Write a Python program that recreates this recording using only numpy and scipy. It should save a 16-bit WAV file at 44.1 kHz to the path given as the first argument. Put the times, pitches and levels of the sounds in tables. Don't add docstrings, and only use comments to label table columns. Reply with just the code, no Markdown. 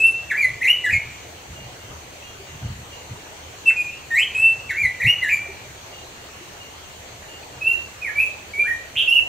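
import sys
import numpy as np
from scipy import signal
from scipy.fft import rfft, irfft
from scipy.io import wavfile
from scipy.ndimage import uniform_filter1d

SR = 44100
rng = np.random.default_rng(int(sys.argv[2]) if len(sys.argv) > 2 else 0)


def bounce(signal):
    frames = np.transpose(np.atleast_2d(signal))
    limited = np.clip(frames, -1, 1)
    pcm = np.round(limited * 32767).astype(np.int16)
    wavfile.write(sys.argv[1], SR, pcm)


N = 409248
EDGE_HZ = 15690
STREAM_DB = -40.5
BUZZ_START_S, BUZZ_PERIOD_S = .4, .73
THUD_PITCH = .75

# start in seconds, length in seconds, nominal first and last pitch in Hz,
# glide middle and glide span as shares of the length, onset level and peak level in dB,
# peak place as a share of the length, end level in dB, perch (0 ahead, 1 bank). Levels precede the perch gain.
PLAIN_NOTES = [(0.0, .118, 2570, 2690, .2, .5, -16, -13.5, .5, -32, 0),
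               (3.654, .066, 2670, 1380, .76, .3, -27, -13, .42, -56, 0),
               (3.757, .115, 2470, 2430, .4, .9, -26, -21, .3, -30, 0),
               (4.104, .135, 1850, 3420, .72, .95, -28, -16, .55, -24, 0),
               (4.347, .175, 2530, 2670, .25, .7, -22, -18, .5, -27, 0),
               (7.608, .132, 2560, 2750, .38, .7, -30, -14.5, .55, -20, 1),
               (8.012, .093, 2500, 1560, .66, 1.15, -34, -23, .45, -36, 1),
               (8.153, .1, 2300, 2590, .42, .35, -26, -11.5, .57, -30, 1),
               (8.533, .102, 2260, 2390, .55, .35, -30, -17, .6, -24, 1),
               (8.638, .107, 1300, 1900, .16, .55, -40, -21, .45, -30, 1)]
SYLLABLES = { "dip": [(0, 2520, -12), (.009, 2130, -7), (.019, 1790, -5), (.038, 1470, -25),
             (.058, 1960, -16), (.082, 2320, -9), (.113, 2400, -6), (.135, 2200, -3), (.155, 2030, 0),
             (.175, 1970, -15)], "climb": [(0, 1830, -25), (.015, 1930, -9), (.028, 2440, -13),
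             (.039, 1980, -6), (.062, 2060, -7), (.075, 2660, -7), (.098, 2860, 0), (.128, 2950, -12),
             (.14, 2940, -32)], "hook": [(0, 2010, -12), (.015, 2010, -3), (.032, 1770, -9),
             (.051, 1610, -17), (.066, 1930, -6), (.077, 2520, -8), (.1, 2320, 0), (.125, 2300, -3),
             (.155, 2260, -22)], "rasp": [(0, 2150, -17), (.01, 2500, -15), (.02, 2900, -5),
             (.045, 2950, 0), (.062, 2850, -4), (.085, 2760, -5)], "step": [(0, 2580, -18),
             (.014, 2710, -3), (.054, 2777, -1), (.061, 2950, -7), (.097, 2870, 0), (.108, 2690, -3),
             (.128, 2670, -14)]}
SINGINGS = {"dip": [(.299, .96, 1.001, -15, 0), (4.691, 1.07, .999, -17, 0)],
            "climb": [(.607, .99, 1.005, -10, 0), (4.996, 1.01, .995, -11, 0)],
            "hook": [(.836, 1.01, .985, -15, 0), (5.216, 1.1, 1.015, -15, 0)],
            "rasp": [(8.95, 1.001, 1.001, -10.5, 1)], "step": [(9.068, 1.001, 1.001, -9.5, 1)]}
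# start in seconds, end in seconds, rate per second, depth in Hz before smoothing.
TRILLS = [(0.614, 0.669, 82, 180), (0.903, 0.978, 70, 190), (5.006, 5.064, 99, 170),
          (5.287, 5.356, 70, 130), (8.67, 8.75, 45, 50), (8.94, 9.04, 209, 540)]
# frequency in Hz, level in dB re a whistle whose own level is -12 dB.
AHEAD_OVERTONES = [(3000, -14.5), (5300, -32), (7700, -19.5), (8600, -49.5), (10500, -25.5), (12500, -33.5),
                   (15000, -40.5)]
BANK_OVERTONES = [(3000, -46), (5300, -36.5), (7700, -51), (9000, -35.5), (10800, -28.5), (12500, -36),
                  (15000, -39.5)]
# delay in seconds, level in dB re direct sound, sign.
EARLY_ECHOES = [(.00617, -4, -1), (.0146, -11, 1), (.039, -15, 1), (.0457, -14, 1)]
# frequency in Hz, time to fall 60 dB in seconds.
GULLY_DECAY = [(1500, .65), (2400, .85), (3200, .7), (5000, .35), (12000, .25)]
# frequency in Hz, relative spectral level in dB.
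STREAM_SPECTRUM = [(88, -54), (150, -16), (230, -7.5), (404, -2.5), (812, -2.5), (1370, -7.5), (3040, -6.5),
                   (3550, -11.5), (4400, -10), (5140, -18.5), (6120, -9), (7430, -13), (11200, -29.5),
                   (11800, -26), (15500, -27.5)]
# frequency in Hz, correlation from 0 to 1.
STREAM_LIKENESS = [(150, 0.66), (290, 0.85), (640, 0.44), (1300, 0.057), (2500, 0.12), (4000, 0.04),
                   (15000, .05)]
# frequency in Hz, delay in seconds.
RIGHT_DELAY = [(600, .0001), (1200, .00045)]
# frequency in Hz, level in dB re left.
RIGHT_COLOUR = [(300, 0.3), (700, -0.8), (2000, 0.2), (9000, -0.5), (13000, 5.5)]
# frequency in Hz, relative spectral level in dB.
BUFFET_SPECTRUM = [(20, -40), (50, -11.5), (80, -4), (115, -0.5), (160, -9), (220, -18.5), (300, -24),
                   (400, -43)]
# time in seconds, level in dB before the lumps.
BREEZE = [(0, -50), (2.4, -52), (3.4, -51), (3.9, -53), (4.6, -48), (5.6, -49), (6.5, -53), (9.28, -52)]
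# peak time in seconds, level in dB, time to drop 10 dB on either side in seconds,
# power share of deep thud from 0 to 1.
GUSTS = [(.52, -43, .05, .7), (.955, -33, .04, .6), (1.08, -43, .04, .4), (1.52, -39, .03, .5),
         (1.65, -41, .06, .5), (1.91, -44, .05, .5), (2.56, -37, .025, .02), (2.65, -26, .03, .02),
         (2.72, -31, .03, .02), (2.79, -38, .05, .02), (3.125, -34, .02, .02), (4.86, -36, .035, .8),
         (5.065, -23, .022, .05)]
# start in seconds, pitch in Hz, level in dB before decay,
# time to fall 60 dB in seconds.
PLOPS_AND_PEEP = [(2.225, 2640, -29, .03), (2.255, 3270, -42, 0.4), (2.396, 391, -32, 0.14),
                  (5.483, 392, -31, 0.15), (6.49, 2200, -45, .03), (7.37, 2900, -48, 0.041),
                  (7.431, 2500, -30, 0.027), (8.579, 396, -31.5, 0.13)]
CHIRP_STARTS = [.18, .86, 1.541, 2.221, 2.902, 3.9, 4.58, 5.262, 5.909, 6.581, 7.269]
# age in seconds, pitch in Hz, mean level in dB.
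CHIRP = [(0, 2900, -82), (.02, 2840, -45), (.12, 2810, -49), (.15, 2780, -80), (.23, 2800, -80),
         (.26, 2790, -52), (0.38, 2770, -60)]
# frequency in Hz, relative spectral level in dB.
RUMBLE_SPECTRUM = [(8.8, -35), (15, -12), (48, -7), (63, -7.5), (80, 6), (102, -20.5), (200, -10),
                   (260, -27), (440, -120)]
# age in seconds, pitch shift in Hz, relative level in dB.
BUZZ_CYCLE = [(0, -500, -12), (.15, -350, -3), (.48, 50, 0), (.52, 50, -25), (.72, -500, -25)]
# centre in Hz before the shift, width in Hz,
# level in dB before the cycle and side gains.
BUZZ_BANDS = [(12050, 500, -69), (13450, 500, -70)]


def birds():
    ahead = song(notes(0), AHEAD_OVERTONES)
    ahead_tail = echoes(rise_s=.012, early_db=12.0, early_t60=.15)[0]
    ahead_wet = signal.fftconvolve(ahead, ahead_tail)[:N]
    ahead = gain_of(-0.4) * ahead + gain_of(-7.0) * ahead_wet

    bank = song(notes(1), BANK_OVERTONES)
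    bank_tails = echoes(rise_s=.012, early_db=19.0, early_t60=.3)
    bank_wet = signal.fftconvolve(bank[None], bank_tails, axes=1)[:, :N]
    bank = gain_of(-2.5) * bank + gain_of(-5.5) * bank_wet
    return ahead + gain_of([[-1.3], [1.3]]) * bank


def song(tracks, overtones):
    line, returns = np.zeros(N), np.zeros(N)
    for rows in tracks:
        add(line, *whistle(rows, overtones))
    for delay, db, sign in EARLY_ECHOES:
        add(returns, delay, sign * gain_of(db) * line[:N - round(delay * SR)])
    return line + returns


def notes(perch):
    tracks = [plain(*row[:-1]) for row in PLAIN_NOTES if round(row[-1]) == perch]
    for name, singings in SINGINGS.items():
        tracks += [warble(SYLLABLES[name], *row[:-1]) for row in singings if round(row[-1]) == perch]
    return tracks


def plain(start, length, from_hz, to_hz, middle, span, onset_db, peak_db, place, end_db):
    u = np.linspace(0, 1, num=40)
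    way = np.clip((u - middle) / span + .5, 0, 1)
    hz = from_hz + (to_hz - from_hz) * np.sin(np.pi / 2 * way) ** 2
    dying = np.clip((u - place) / (1 - place), 0, 1) ** 2
    db = np.interp(u, [0, place], [onset_db, peak_db]) + (end_db - peak_db) * dying
    return np.transpose([start + length * u, hz, db])


def warble(shape, start, slowness, pitch, level_db):
    return np.array(shape) * [slowness, pitch, 1] + [start, 0, level_db]


def whistle(rows, overtones, flutter_db=1.47, throb_db=5.0):
    s, hz, db = np.transpose(rows)
    t = np.arange(s[0], s[-1], 1 / SR)
    hz = uniform_filter1d(np.interp(t, s, hz), size=150, mode="nearest")
    db = np.interp(t, s, db)
    glide_hz_per_s = abs(np.gradient(hz)) * SR
    hz = hz + np.minimum(.004 * glide_hz_per_s, 90) * wobble(len(t), 220)
    hz = hz + 9 * wobble(len(t), 30)

    for start, end, per_s, depth in TRILLS:
        inside = np.clip(np.minimum(t - start, end - t) / 0.0083, 0, 1)
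        beat = 2 * np.pi * per_s * (t - start) + 0.9 * wobble(len(t), 60)
        hz = hz + inside * depth * signal.sawtooth(beat, .7)
        db = db - inside * throb_db * depth / 480 * (1 + np.cos(beat))

    phase = 2 * np.pi * np.cumsum(uniform_filter1d(hz, size=70, mode="nearest")) / SR
    jitter = 0.0506 * wobble(len(t), 330)
    tone = np.sqrt(2) * np.sin(phase)
    for k in range(2, 9):
        overtone_db = read(overtones, k * hz) + 3.96 * wobble(len(t), 40) + 0.2 * (db + 12)
        tone += (k * hz < EDGE_HZ) * gain_of(overtone_db) * np.sin(k * phase + k ** 2 * jitter)
    level = gain_of(db + flutter_db * wobble(len(t), 76))
    fade = np.clip(np.minimum(t - s[0], s[-1] - t) / 0.005, 0, 1)
    return s[0], tone * level * fade


def echoes(rise_s, early_db, early_t60):
    taps = np.zeros((2, SR))
    at = np.arange(0, SR - 20, 20) + rng.integers(0, 20, (2, (SR - 1) // 20))
    np.put_along_axis(taps, at, rng.choice([-1., 1.], at.shape), 1)
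    hz, t, z = signal.stft(taps, SR, nperseg=256)
    ring = gain_of(-60 * t / read(GULLY_DECAY, hz)[:, None])
    early = gain_of(early_db - 60 * t / early_t60)
    tail = signal.istft(z * (ring + early), SR, nperseg=256)[1]
    tail = tail * np.clip(np.arange(len(t) * 128 - 128) / SR / rise_s, 0, 1)
    return tail / np.linalg.norm(tail, axis=1, keepdims=True)


def stream(patchy_db=1.7, swell_db=0.07):
    frames, hz = N // 256 + 5, np.fft.rfftfreq(1024, 1 / SR)
    a, b, c, d, patches = rng.standard_normal((frames, 513, 5)).T
    patches = uniform_filter1d(patches, size=10, axis=0)
    patches = evened(uniform_filter1d(patches, size=12, axis=1))
    swell = evened(uniform_filter1d(rng.standard_normal(frames), size=40))

    same = read(STREAM_LIKENESS, hz)[:, None]
    late = np.exp(-2j * np.pi * hz * read(RIGHT_DELAY, hz))[:, None]
    left, other = a + 1j * b, c + 1j * d
    z = np.array([left, same * late * left + np.sqrt(1 - same ** 2) * other])
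    level_db = read(STREAM_SPECTRUM, hz)[:, None] + patchy_db * patches + swell_db * swell
    z *= gain_of(level_db) * (hz > 60)[:, None]
    z[1] *= gain_of(read(RIGHT_COLOUR, hz))[:, None]
    return gain_of(STREAM_DB) * evened(signal.istft(z, nperseg=1024, noverlap=768)[1][:, :N])


def wind(lumps_db=2.1):
    t = np.arange(N) / SR
    push = gain_of(np.interp(t, *np.transpose(BREEZE)) + lumps_db * wobble(N, 9))
    thud = 0
    for s, db, drop_s, deep in GUSTS:
        gust = gain_of(np.maximum(db - 10 * ((t - s) / drop_s) ** 2, -200))
        push = push + np.sqrt(1 - deep) * gust
        thud = thud + np.sqrt(deep) * gust
    deep_spectrum = np.array(BUFFET_SPECTRUM) * [THUD_PITCH, 1]
    return low_noise(BUFFET_SPECTRUM) * push + low_noise(deep_spectrum) * thud


def plops_and_peep():
    line = np.zeros(N)
    for s, hz, db, t60 in PLOPS_AND_PEEP:
        t = np.arange(0, t60, 1 / SR)
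        rise = np.minimum(t / t60 / 0.089, 1)
        add(line, s, gain_of(db - 60 * t / t60) * rise * np.sin(2 * np.pi * hz * t))
    return line


def cricket():
    s, hz, db = np.transpose(CHIRP)
    t, line = np.arange(0, s[-1], 1 / SR), np.zeros(N)
    for start in CHIRP_STARTS:
        phase = 2 * np.pi * np.cumsum(np.interp(t, s, hz)) / SR + 0.32 * wobble(len(t), 25)
        level = gain_of(np.interp(t, s, db) + 2.6 * wobble(len(t), 40))
        add(line, start, level * np.sqrt(2) * np.sin(phase))
    return np.array([line, np.roll(line, 20)])


def falls(mid_db=-52, side_db=-62):
    middle, side = low_noise(RUMBLE_SPECTRUM), low_noise(RUMBLE_SPECTRUM)
    return gain_of(mid_db) * middle + gain_of(side_db) * side * [[1], [-1]]


def bubbles(per_s=60, level_db=-58, spread_db=5.5):
    strength = gain_of(spread_db * np.minimum(rng.exponential(1, N), 4))
    size = strength * (rng.random(N) < per_s / SR)
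    kind, out = rng.integers(0, 24, N), np.zeros((2, N))
    for k, hz in enumerate(np.geomspace(330, 2600, num=24)):
        cycle = np.arange(int(12 * SR / hz)) * hz / SR
        ring = np.sin(2 * np.pi * (cycle + 0.0066 * cycle ** 2))
        ring *= (1 - np.exp(-cycle)) * np.exp(-cycle / 6.7)
        out[k % 2] += signal.oaconvolve(size * (kind == k), ring)[:N]
    return gain_of(level_db) * evened(out + .5 * out[::-1])


def insect():
    s, shift, db = np.transpose(BUZZ_CYCLE)
    age = (np.arange(N) / SR - BUZZ_START_S) % BUZZ_PERIOD_S
    out = np.zeros((2, N))
    for hz, width, level_db in BUZZ_BANDS:
        phase = 2 * np.pi * np.cumsum(hz + np.interp(age, s, shift)) / SR
        for side in out:
            hiss = wobble(N, width / 2) * np.cos(phase) + wobble(N, width / 2) * np.sin(phase)
            side += gain_of(level_db) * hiss
    return out * gain_of(np.interp(age, s, db)) * gain_of([[-6.0], [0.5]])


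def low_noise(points):
    hz = np.fft.rfftfreq(N, 1 / SR)
    weight = gain_of(read(points, hz)) * (hz < 420)
    return evened(irfft(rfft(rng.standard_normal(N)) * weight, N))


def wobble(count, hz):
    lowpass = signal.butter(2, hz, fs=SR, output="sos")
    return evened(signal.sosfilt(lowpass, rng.standard_normal(count + 2000))[2000:])


def gain_of(db):
    return 10 ** (np.asarray(db) / 20)


def evened(x):
    return x / np.sqrt(np.mean(x ** 2) + 1e-20)


def read(points, hz):
    f, value = np.transpose(points)
    return np.interp(np.log(hz + 1), np.log(f + 1), value)


def add(mix, s, sound):
    part = mix[max(round(s * SR), 0):][:len(sound)]
    part += sound[:len(part)]


def scene():
    return birds() + stream() + wind() + plops_and_peep() + cricket() + falls() + bubbles() + insect()


def record(dry):
    lowpass = signal.firwin(2047, EDGE_HZ, window=("kaiser", 10), fs=SR)
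    return signal.oaconvolve(dry, lowpass[None], "same")


dry = scene()
out = record(dry)
bounce(out)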